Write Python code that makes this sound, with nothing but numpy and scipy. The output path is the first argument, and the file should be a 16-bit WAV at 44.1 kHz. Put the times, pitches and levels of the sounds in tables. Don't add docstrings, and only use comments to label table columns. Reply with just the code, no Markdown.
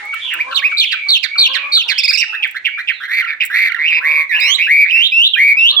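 import sys
import numpy as np
from scipy import signal
from scipy.fft import rfft, irfft
from scipy.io import wavfile
from scipy.ndimage import uniform_filter1d, minimum_filter1d

SR = 44100
rng = np.random.default_rng(int(sys.argv[2]) if len(sys.argv) > 2 else 0)


def makeup_ratio(level_db):
    decades = np.asarray(level_db, float) / 20
    return 10 ** decades


def wav_out(sig):
    wavfile.write(sys.argv[1], SR, np.round(np.clip(np.atleast_2d(sig).T, -1, 1) * 32767).astype(np.int16))


N = 255780
RUMBLE_DB = -58.5
HEN_HALF_DB = -21
USUAL_PAN_DB = -4

# (frequency [Hz], level [dB]); noise levels are per Hz
RUMBLE = [(20, -22), (105, 0), (170, -7), (300, -3), (600, -2), (2500, -7), (15000, -42)]
SWELL_BAND = [(20, -25), (60, -6), (100, 0), (130, -8), (200, -40)]
TWITTER = [(1500, -30), (2500, -3), (3800, 0), (5000, -9), (7000, -11), (10500, -20), (12500, -40),
           (15000, -55)]
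HEN_THROAT = [(290, -9), (420, -17), (620, -18), (800, -5), (950, -1), (1120, -1), (1400, -6), (2400, -26)]
OVERTONES = [(3000, -73), (6000, -35), (7600, -46), (9300, -40), (11000, -30), (12600, -36), (14300, -28),
             (15800, -44)]
BEAK = [(1500, -60), (2700, -25), (3600, 0.5), (4600, -22), (6500, -40), (8000, -70)]
SHEEN = [(3000, -60), (5500, -36), (7600, -30), (9000, -36), (10500, -33), (12500, -41), (15800, -50)]
# (time [s], level [dB])
SWELL_DB = [(0, -72), (.15, -65), (.7, -68), (.9, -80), (3.2, -80), (3.5, -71), (4.1, -76), (4.85, -66),
            (5.2, -78), (5.65, -66), (5.8, -62)]
TWITTER_DB = [(0, -44), (.5, -45), (1, -50), (2.3, -52), (2.6, -55), (3.4, -61), (4, -56), (5.8, -56)]
# (frequency [Hz], lead [rad])
PORT_LEAD = [(800, 0), (1700, .35), (2300, .9), (2900, 1.7), (3700, 3.9), (4800, 5.5), (16000, 26)]

# (time [s], length [s], first pitch [Hz], held pitch [Hz], level [dB])
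SQUAWKS = [
    (0, 0.11, 417.6, 440, -42),
    (.435, 0.25, 464, 559.7, -35),
    (1.475, .25, 475, 555.3, -37.5),
    (2.265, 0.23, 437, 427.3, -51),
    (3.962, 0.27, 447.3, 558, -34.5),
    (4.42, 0.13, 466, 561.4, -34),
    (5.675, .2, 496, 575, -36.5),
]
# (time [s], peak [dB], pitch [Hz])
CLUCKS = [
    (0.234, -43, 477),
    (0.337, -40, 329),
    (1.061, -41, 368.3),
    (1.362, -41, 360.4),
    (1.835, -40.5, 456.2),
    (2.027, -47.5, 444),
    (3.756, -47.5, 340),
    (3.876, -51, 281),
    (4.342, -39, 465.4),
    (5.544, -49, 296.2),
]
# (time [s], peak [dB])
CLICKS = [(0.0525, -24), (0.1423, -14), (0.3377, -6.5), (2.119, -16), (2.474, -24), (2.5112, -20),
          (3.438, -16), (3.452, -4), (3.461, -7), (3.9057, -24.5), (4.403, -10.5)]

LEVEL = 115, 55, [(0, .94, -6), (.4, 1.0, 0), (1, 1.05, -8)]
FALL = 130, 220, [(0, 1.02, -12), (.33, 1.0, 0), (.6, .87, -3), (1, .72, -4)]
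SAG = 98, 95, [(0, 1.08, 1), (.5, 1.0, 0), (1, .98, -4)]
SOAR = 180, 155, [(0, .84, -6), (.26, 1.0, 0), (.63, 1.065, -10), (1, 1.087, -6)]
TAIL = 160, 200, [(0, 1.0, 0), (1, .9, -50)]
PEEP = 130, 110, [(0, 1.08, 0), (1, 0.81, 0.0096)]
# ((flutter rate [Hz], second harmonic [dB], favoured pitch [Hz], loss [dB/octave^2]),
# [(share of length [0-1], pitch ratio [1], level [dB], flutter depth [Hz])]); last two of the head optional
CHIP = (175, -3), [(0, 1.3, -9.5, 153), (1, .95, 0.5, 152)]
SWEEP = (190, 3, 1900, 60), [(0, 1.35, -6, 200), (.4, 1.0, 0, 190), (1, .7, -10, 160)]
HOOK = (141.6, -30), [(0, 0.64, -17, 65), (.5, 1.0, 1, 79.4), (1, 1.02, -12.5, 80)]
CASCADE = (66, -18.5), [(0, .97, -13, 350), (.1, 1.0, -4.5, 352.1), (.4, .93, 0.5, 300),
           (1, .6, -10.5, 220)]
PLUNGE = (70, -16.5), [(0, 0.8, -9, 435), (.15, 1.0, -5.5, 436), (.45, .86, 3, 334), (1, 0.5, -11, 200)]
TRILL = (190, 1.5, 2500, 8), [(0, .8, -10, 90), (.3, 1.0, 0, 85), (.6, .95, 0, 85), (1, .8, -9, 90)]
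DOME = (190, 2.5, 2400, 8), [(0, .84, -6, 90), (.35, 1.0, 0, 70), (.7, .97, 0, 70), (1, .86, -7, 90)]
JAG = (190, -2, 2500, 8), [(0, .9, -6, 130), (.25, 1.0, -2, 150), (.7, 1.0, 0, 170), (1, .8, -6, 170)]
RISE = (135, -13, 1850, 30), [(0, .72, -10, 200), (.6, .94, 1, 220), (1, 1.03, -9, 200)]
DROP = (150, -30), [(0, 1.04, -11, 250), (.35, 1.0, 0, 260), (.6, .86, -4, 200), (1, .56, -22, 80)]
FLECK = (150, -40), [(0, 1.0, 0, 150), (.4, 1.0, -2, 150), (1, .92, -12, 150)]
SNARL = (170, -24, 1900, 30), [(0, 1.04, -6, 300), (.4, 1.0, 0, 320), (.75, .92, -5, 300),
         (1, .8, -15, 240)]
DIVE = (30, -45), [(0, 1.42, 11.5, 23), (.35, 1.02, 1.5, 30), (1, .99, -3, 20)]
RASP = (260, -19, 1950, 60), [(0, .72, -14, 160), (.3, .9, -3.5, 210), (.55, 0.97, -1, 220),
        (.9, .95, -1, 220), (1, .85, -4, 220)]
GROWL = (160, -28.5), [(0, 0.55, -20, 100), (.18, 0.85, -1.5, 170), (.42, 0.97, -2.5, 202),
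         (.8, .93, -0.5, 170), (1, 0.84, -20, 150)]
BUZZ = (140, -30), [(0, .66, -20, 60), (.25, .93, 1, 120), (.5, 0.98, -1.5, 110), (.8, .99, 1, 100),
        (1, 0.96, -6, 110)]
LIFT = (170, -30), [(0, .67, -4, 200), (.45, .79, -2, 220), (.73, 1.0, 0, 220), (1, .8, -1, 170)]
ARCH = (170, -30), [(0, .75, -6, 180), (.4, .86, 0, 200), (.7, 1.0, -4, 170), (1, .88, -6, 150)]
BURR = (170, -24), [(0, .94, -2, 260), (.45, 1.0, 2, 256), (1, .96, -5.5, 240)]
BOW = (170, -30), [(0, .94, -3, 150), (.5, 1.0, 0, 170), (1, .94, -5, 150)]
CLIMB = (125, -28.5, 1750, 6), [(0, .88, -6, 22), (.12, .95, -5, 14), (.58, 1.0, -2, 50),
         (.8, 1.18, -1, 260), (1, 1.33, -2, 340)]
MURMUR = (140, -5), [(0, 1.22, 0, 40), (.4, 1.03, 0, 40), (1, .97, -3, 40)]
BLIP = (106, -18.5), [(0, .75, -7, 30), (.5, 0.98, -1, 30), (1, .8, -8, 30)]
GLIDE = (139, -9, 2600, 40), [(0, .72, -12, 14), (.13, .62, -8, 10), (.33, .59, -17, 10),
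         (.42, .86, -7, 37), (.65, .95, -6, 100), (.78, 1.07, -1, 130), (.92, 1.2, 0, 100),
         (.95, 1.38, 3, 120), (1, 1.36, -2, 120)]
DESCANT = ((140, -45), [(0, .94, 4, 80), (.45, 1.0, 0, 110), (1, 1.12, -3, 110)])

# (time [s], length [s], pitch [Hz], level [dB], left-right [dB] where not usual)
LEVELS = [
    (0, 0.24, 2241, -23.5),
    (0.659, 0.18, 2330, -19.5, 1.5),
    (1.28, .17, 2320, -20.5),
    (2.694, 0.1, 2308, -21),
]
FALLS = [
    (.195, 0.17, 3292, -18.5),
    (0.829, 0.11, 3367, -15),
    (1.47, 0.12, 3258, -17),
]
SAGS = [
    (.94, 0.14, 2300, -24),
    (1.58, 0.14, 2364, -23.5),
    (2.251, .172, 2600, -23),
]
SOARS = [
    (1.93, .27, 3475, -18),
]
TAILS = [
    (0, 0.04, 1950, -20),
    (0, .045, 1480, -30),
    (0, .035, 2750, -32),
    (1.836, 0.037, 3540, -12),
]
PEEPS = [
    (.14, .03, 3150, -30),
    (.145, .025, 2050, -30),
    (.512, .018, 4200, -32),
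    (2.92, 0.12, 3870, -37),
    (5.29, 0.054, 3680, -29.5),
    (5.585, 0.055, 3600, -30, 4),
]
CHIPS = [
    (0.128, 0.017, 1226, -23, 3.5),
    (0.509, 0.026, 1266, -18.5, 1),
    (0.715, 0.015, 1286, -21.5, 0),
    (1.352, 0.013, 1187, -23.5, 3),
    (1.768, 0.014, 1160, -28.5, 11),
]
SWEEPS = [
    (.915, .035, 1873, -17, -7),
    (1.229, 0.038, 2064, -19, -16.5),
    (1.535, .045, 2003, -19, -16),
    (1.88, 0.054, 2250, -15, -9.5),
]
HOOKS = [
    (0.386, .047, 2360, -11.5, -3.5),
    (.62, .065, 2500, -7, -4.5),
]
CASCADES = [
    (1.085, 0.096, 4310, -5.5, -4),
    (1.379, .1, 4348, -3.5, -1),
    (1.719, .11, 4317, -7.5, -3.7),
]
PLUNGES = [
    (0.544, .062, 4150, -11.5, -8),
    (.77, .09, 4230, -9.5, -4.5),
]
TRILLS = [
    (1.978, 0.034, 2700, -12.5, -5.5),
    (2.127, 0.038, 2660, -12, -12),
]
DOMES = [
    (2.033, 0.03, 2560, -12, -8.5),
    (2.079, .034, 2530, -8, -2.5),
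]
JAGS = [
    (2.172, 0.047, 2680, -12, -12),
    (2.175, .035, 3850, -24, -5),
]
RISES = [
    (2.101, 0.049, 1913, -27),
    (2.326, 0.04, 1780, -21.5),
    (2.545, 0.042, 1937, -19.5),
    (2.775, .047, 1912, -20.5),
    (3.001, 0.069, 1914, -21.5),
]
DROPS = [
    (.305, .06, 1900, -19),
    (2.215, 0.032, 2500, -9),
    (2.425, 0.042, 2480, -10, -7),
    (2.646, .047, 2500, -11, -8),
    (2.875, 0.048, 2450, -10, -8.5),
]
FLECKS = [
    (2.425, .05, 3220, -23),
    (2.648, .05, 3220, -23),
    (2.875, .05, 3200, -22),
]
SNARLS = [
    (3.27, .082, 2050, -18),
    (3.403, .048, 2400, -11, -6),
]
DIVES = [
    (5.335, .062, 2385, -22, -11.5),
    (5.765, .9, 2410, -17, -10),
]
RASPS = [
    (3.079, .14, 2170, -14),
    (3.5, .19, 2180, -11),
]
GROWLS = [
    (4.01, .25, 2326, -10.5),
]
BUZZES = [
    (4.669, .18, 2330, -4.1, 1),
    (5.36, .175, 2294, -5.3, -0.11),
]
LIFTS = [
    (3.786, .14, 2750, -13),
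    (4.852, .08, 2760, -16, -9.5),
]
ARCHES = [
    (4.31, .095, 2760, -12, -.5),
    (4.583, .095, 2740, -12),
]
BURRS = [
    (3.925, .07, 2380, -12),
    (4.95, 0.091, 2300, -19, 4),
]
BOWS = [
    (4.41, .1, 2260, -12, -.5),
]
CLIMBS = [
    (4.915, 0.16, 2763, -6, -7),
    (5.12, 0.16, 2784, -5, -2),
    (5.57, .145, 2769, -4, -2),
]
MURMURS = [
    (3.22, .022, 1380, -26, -8),
    (3.252, .02, 1330, -29, -8),
    (3.692, 0.028, 1390, -27, -5.5),
    (3.726, .018, 1370, -28, -5.5),
    (3.752, .033, 1340, -29, -5.5),
]
BLIPS = [
    (3.244, 0.0091, 2210, -15.5, -8),
    (3.718, 0.0086, 2310, -12.5, -11.5),
    (3.744, 0.0072, 2057, -15.5, -11),
    (3.761, .008, 1970, -21, -10),
]
GLIDES = [
    (4.294, .27, 2823, -12, -13),
]
DESCANTS = [
    (4.41, .11, 3957, -24.5, -10),
]


def at_hz(points, hz):
    table_hz, table_db = np.transpose(points)
    return np.interp(np.log(hz), np.log(table_hz), table_db)


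def coloured(white, spectrum):
    hz = np.maximum(np.fft.rfftfreq(white.shape[-1], 1 / SR), 10)
    noise = irfft(rfft(white) * makeup_ratio(at_hz(spectrum, hz)), white.shape[-1])
    return noise / noise.std()


def wander(count, hz):
    r = np.exp(-2 * np.pi * hz / SR)
    slow = signal.lfilter([1], [1, -2 * r, r * r], rng.standard_normal(count + 3000))[3000:]
    return slow / np.sqrt((1 + r * r) / (1 - r * r) ** 3)


def add(out, start_s, sound, pan_db):
    i = round(start_s * SR)
    sound = sound[max(-i, 0):N - i]
    first = max(i, 0)
    out[:, first:first + len(sound)] += sound * makeup_ratio(np.array([[pan_db / 2], [-pan_db / 2]]))


def rumble():
    air = coloured(rng.standard_normal(N) + .6 * rng.standard_normal((2, N)), RUMBLE)
    traffic = coloured(rng.standard_normal(N) + .4 * rng.standard_normal((2, N)), SWELL_BAND)
    swell_db = np.interp(np.arange(N) / SR, *np.transpose(SWELL_DB))
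    return makeup_ratio(RUMBLE_DB) * air + makeup_ratio(swell_db) * traffic


def twitter():
    level_db = np.interp(np.arange(N) / SR, *np.transpose(TWITTER_DB)) + 3 * wander(N, 8)
    return makeup_ratio(level_db) * coloured(rng.standard_normal((2, N)), TWITTER)


def hen_call(length_s, first_hz, held_hz, db, rough):
    t = np.arange(0, length_s, 1 / SR)
    pitch_hz = held_hz + (first_hz - held_hz) * np.exp(-t / 0.033)
    phase = 2 * np.pi * np.cumsum(pitch_hz * (1 + .025 * wander(len(t), 25))) / SR
    stack = np.zeros(len(t))
    for k in range(1, 7):
        stack += makeup_ratio(at_hz(HEN_THROAT, k * held_hz)) * np.sin(k * phase)
    for k in (1, 3, 5):
        stack += makeup_ratio(HEN_HALF_DB + at_hz(HEN_THROAT, k * held_hz / 2)) * np.sin(k * phase / 2)
    fade = np.clip(np.minimum(t / .012, (length_s - t) / .04), 0, 1)
    level = makeup_ratio(db + 3 * wander(len(t), 15))
    return level * fade * stack * (1 + rough * wander(len(t), 200))


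def hens():
    out = np.zeros((2, N))
    for s, length_s, first_hz, held_hz, db in SQUAWKS:
        add(out, s, hen_call(length_s, first_hz, held_hz, db, rough=.4), pan_db=-1)
    for s, db, hz in CLUCKS:
        add(out, s, hen_call(.075, 1.1 * hz, hz, db, rough=.7), pan_db=-1)
    return out


def whistle(s, hz, db, depth_hz, rate_hz, second_db, hiss_db, throb, rough,
            throat_hz=1750, narrow_db=7.9, breath=OVERTONES):
    t = np.arange(s[0] - .004, s[-1] + 0.0051, 1 / SR)
    count = len(t)
    fade = np.clip(np.minimum((t - t[0]) / .006, (t[-1] - t) / .007), 0, 1) ** 2

    beat = 2 * np.pi * np.cumsum(rate_hz * (1 + rough * rate_hz / 900 * wander(count, 25))) / SR
    depth = np.interp(t, s, depth_hz)
    swing = -np.cos(beat) - .25 * np.cos(2 * beat)
    pitch_hz = np.interp(t, s, hz) + depth * (swing + rough * wander(count, 250))
    pitch_hz = 100 * np.logaddexp(pitch_hz / 100, 12)
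    phase = 2 * np.pi * np.cumsum(pitch_hz) / SR

    share = np.clip(throb * abs(depth) / 300, 0, .9)
    level = makeup_ratio(np.interp(t, s, db) + 1.2 * wander(count, 40))
    level *= (1 + share * np.cos(beat + 2.524)) / np.sqrt(1 + share ** 2 / 2)
    hoarse = abs(depth) * rate_hz / 50000

    throat_loss_db = narrow_db * np.log2(pitch_hz / throat_hz) ** 2
    tone = np.sin(phase) + makeup_ratio(second_db - throat_loss_db) * np.sin(2 * phase)
    hiss = abs(depth) * rate_hz ** 2 / 11300000.0
    tone += makeup_ratio(hiss_db) * hiss * coloured(rng.standard_normal(count), breath)
    tone += makeup_ratio(-24) * hoarse * coloured(rng.standard_normal(count), BEAK)
    level *= makeup_ratio(2.5 * hoarse * wander(count, 120))
    for k in range(3, 9):
        faint = makeup_ratio(at_hz(OVERTONES, k * pitch_hz) + min(hiss_db, -37) + 33.5)
        faint += makeup_ratio(second_db - 10.5 * (k - 1) - throat_loss_db)
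        tone += faint * (k * pitch_hz < 17000) * np.sin(k * phase + k * k)
    return t[0], np.sqrt(2) * fade * level * tone


def sing(out, syllable, events, **voice):
    (rate_hz, second_db, *throat), shape = syllable
    voice = {**voice, **dict(zip(("throat_hz", "narrow_db"), throat))}
    share, ratio, shape_db, depth_hz = np.transpose(shape)
    for s, length_s, hz, db, *pan_db in events:
        knots_s = s + length_s * np.sort(share)
        start_s, note = whistle(knots_s, hz * ratio, db + shape_db, depth_hz, rate_hz, second_db, **voice)
        add(out, start_s, note, pan_db[0] if pan_db else USUAL_PAN_DB)


def far_song():
    out = np.zeros((2, N))
    parts = [(LEVEL, LEVELS), (FALL, FALLS), (SAG, SAGS), (SOAR, SOARS), (TAIL, TAILS), (PEEP, PEEPS)]
    for (rate_hz, depth_hz, shape), events in parts:
        syllable = (rate_hz, -32), [(*row, depth_hz) for row in shape]
        sing(out, syllable, events, hiss_db=-60, throb=.5, rough=.5)
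    return makeup_ratio(-3) * out


def perch():
    out = np.zeros((2, N))
    t = np.arange(0, .03, 1 / SR)
    ring = 0.19 * np.sin(2 * np.pi * 7700 * t) * np.exp(-t / 0.0022)
    for s, db in CLICKS:
        crack = np.diff(rng.standard_normal(len(t) + 2), 2) * np.exp(-t / 0.0059) * 0.084
        add(out, s, makeup_ratio(db) * (crack + ring), pan_db=2)
    return out


def near_song():
    out = np.zeros((2, N))
    # (syllable, events, throb [1], hiss [dB], roughness [1])
    shrill = [(CHIP, CHIPS, .6, -38, .3), (SWEEP, SWEEPS, .3, -28, .4), (CASCADE, CASCADES, .15, -20, .35),
              (PLUNGE, PLUNGES, .2, -20, .35), (TRILL, TRILLS, .6, -22, .25), (DOME, DOMES, .6, -22, .25),
              (JAG, JAGS, .6, -28, .35), (RISE, RISES, .35, -34, .4), (DROP, DROPS, .7, -42, .4),
              (FLECK, FLECKS, .9, -60, .6)]
    mellow = [(HOOK, HOOKS, .6, -40, .25), (SNARL, SNARLS, .4, -46, .45), (DIVE, DIVES, .51, -40, .3),
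              (RASP, RASPS, .8, -33, .33), (GROWL, GROWLS, 1.3, -31, .28), (BUZZ, BUZZES, .7, -29, .22),
              (LIFT, LIFTS, 1.1, -48, .28), (ARCH, ARCHES, .8, -40, .28), (BURR, BURRS, .7, -48, .3),
              (BOW, BOWS, .7, -33, .3), (CLIMB, CLIMBS, .4, -40, .3), (MURMUR, MURMURS, .51, -40, .2),
              (BLIP, BLIPS, .51, -40, .3), (GLIDE, GLIDES, .6, -35, .25), (DESCANT, DESCANTS, .6, -35, .25)]
    for parts, breath in (shrill, SHEEN), (mellow, OVERTONES):
        for syllable, events, throb, hiss_db, rough in parts:
            sing(out, syllable, events, hiss_db=hiss_db, throb=throb, rough=rough, breath=breath)
    return out


def porch(x, t60_s, first_s):
    t = np.arange(0, .6, 1 / SR)
    echoes = rng.standard_normal((2, len(t))) * makeup_ratio(-60 * t / t60_s) * np.clip(t / first_s, 0, 1) ** 2
    echoes = signal.lfilter([1], [1, -1.3, .45], echoes)
    echoes /= np.sqrt(np.sum(echoes ** 2, axis=1, keepdims=True))
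    return signal.fftconvolve(x, echoes, axes=1)[:, :N]


def highpass(x, order, cutoff_hz):
    return signal.sosfilt(signal.butter(order, cutoff_hz, "high", fs=SR, output="sos"), x)


def lead_left(near):
    hz = np.maximum(np.fft.rfftfreq(2 * N, 1 / SR), 10)
    lead_rad = np.interp(hz, *np.transpose(PORT_LEAD))
    near[1] = irfft(rfft(near[1], 2 * N) * np.exp(-1j * lead_rad), 2 * N)[:N]
    return near


def scene():
    near = highpass(near_song() + perch(), 6, 1180)
    far = makeup_ratio(-3.5) * far_song()
    yard = highpass(hens(), 4, 230)
    wet = porch(makeup_ratio(-14) * near + far, t60_s=0.33, first_s=0.0018)
    wet += porch(makeup_ratio(-3) * yard, t60_s=.25, first_s=.01)
    return lead_left(near) + far + yard + wet + rumble() + twitter()


def roll_off(x):
    return signal.sosfilt(signal.butter(12, 15850, fs=SR, output="sos"), x)


def record(dry):
    room_left = np.minimum(1, .9 / (np.abs(dry).max(axis=0) + 1e-9))
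    gain = uniform_filter1d(minimum_filter1d(room_left, size=400), size=400)
    return roll_off(dry * gain)


dry = scene()
out = record(dry)
wav_out(out)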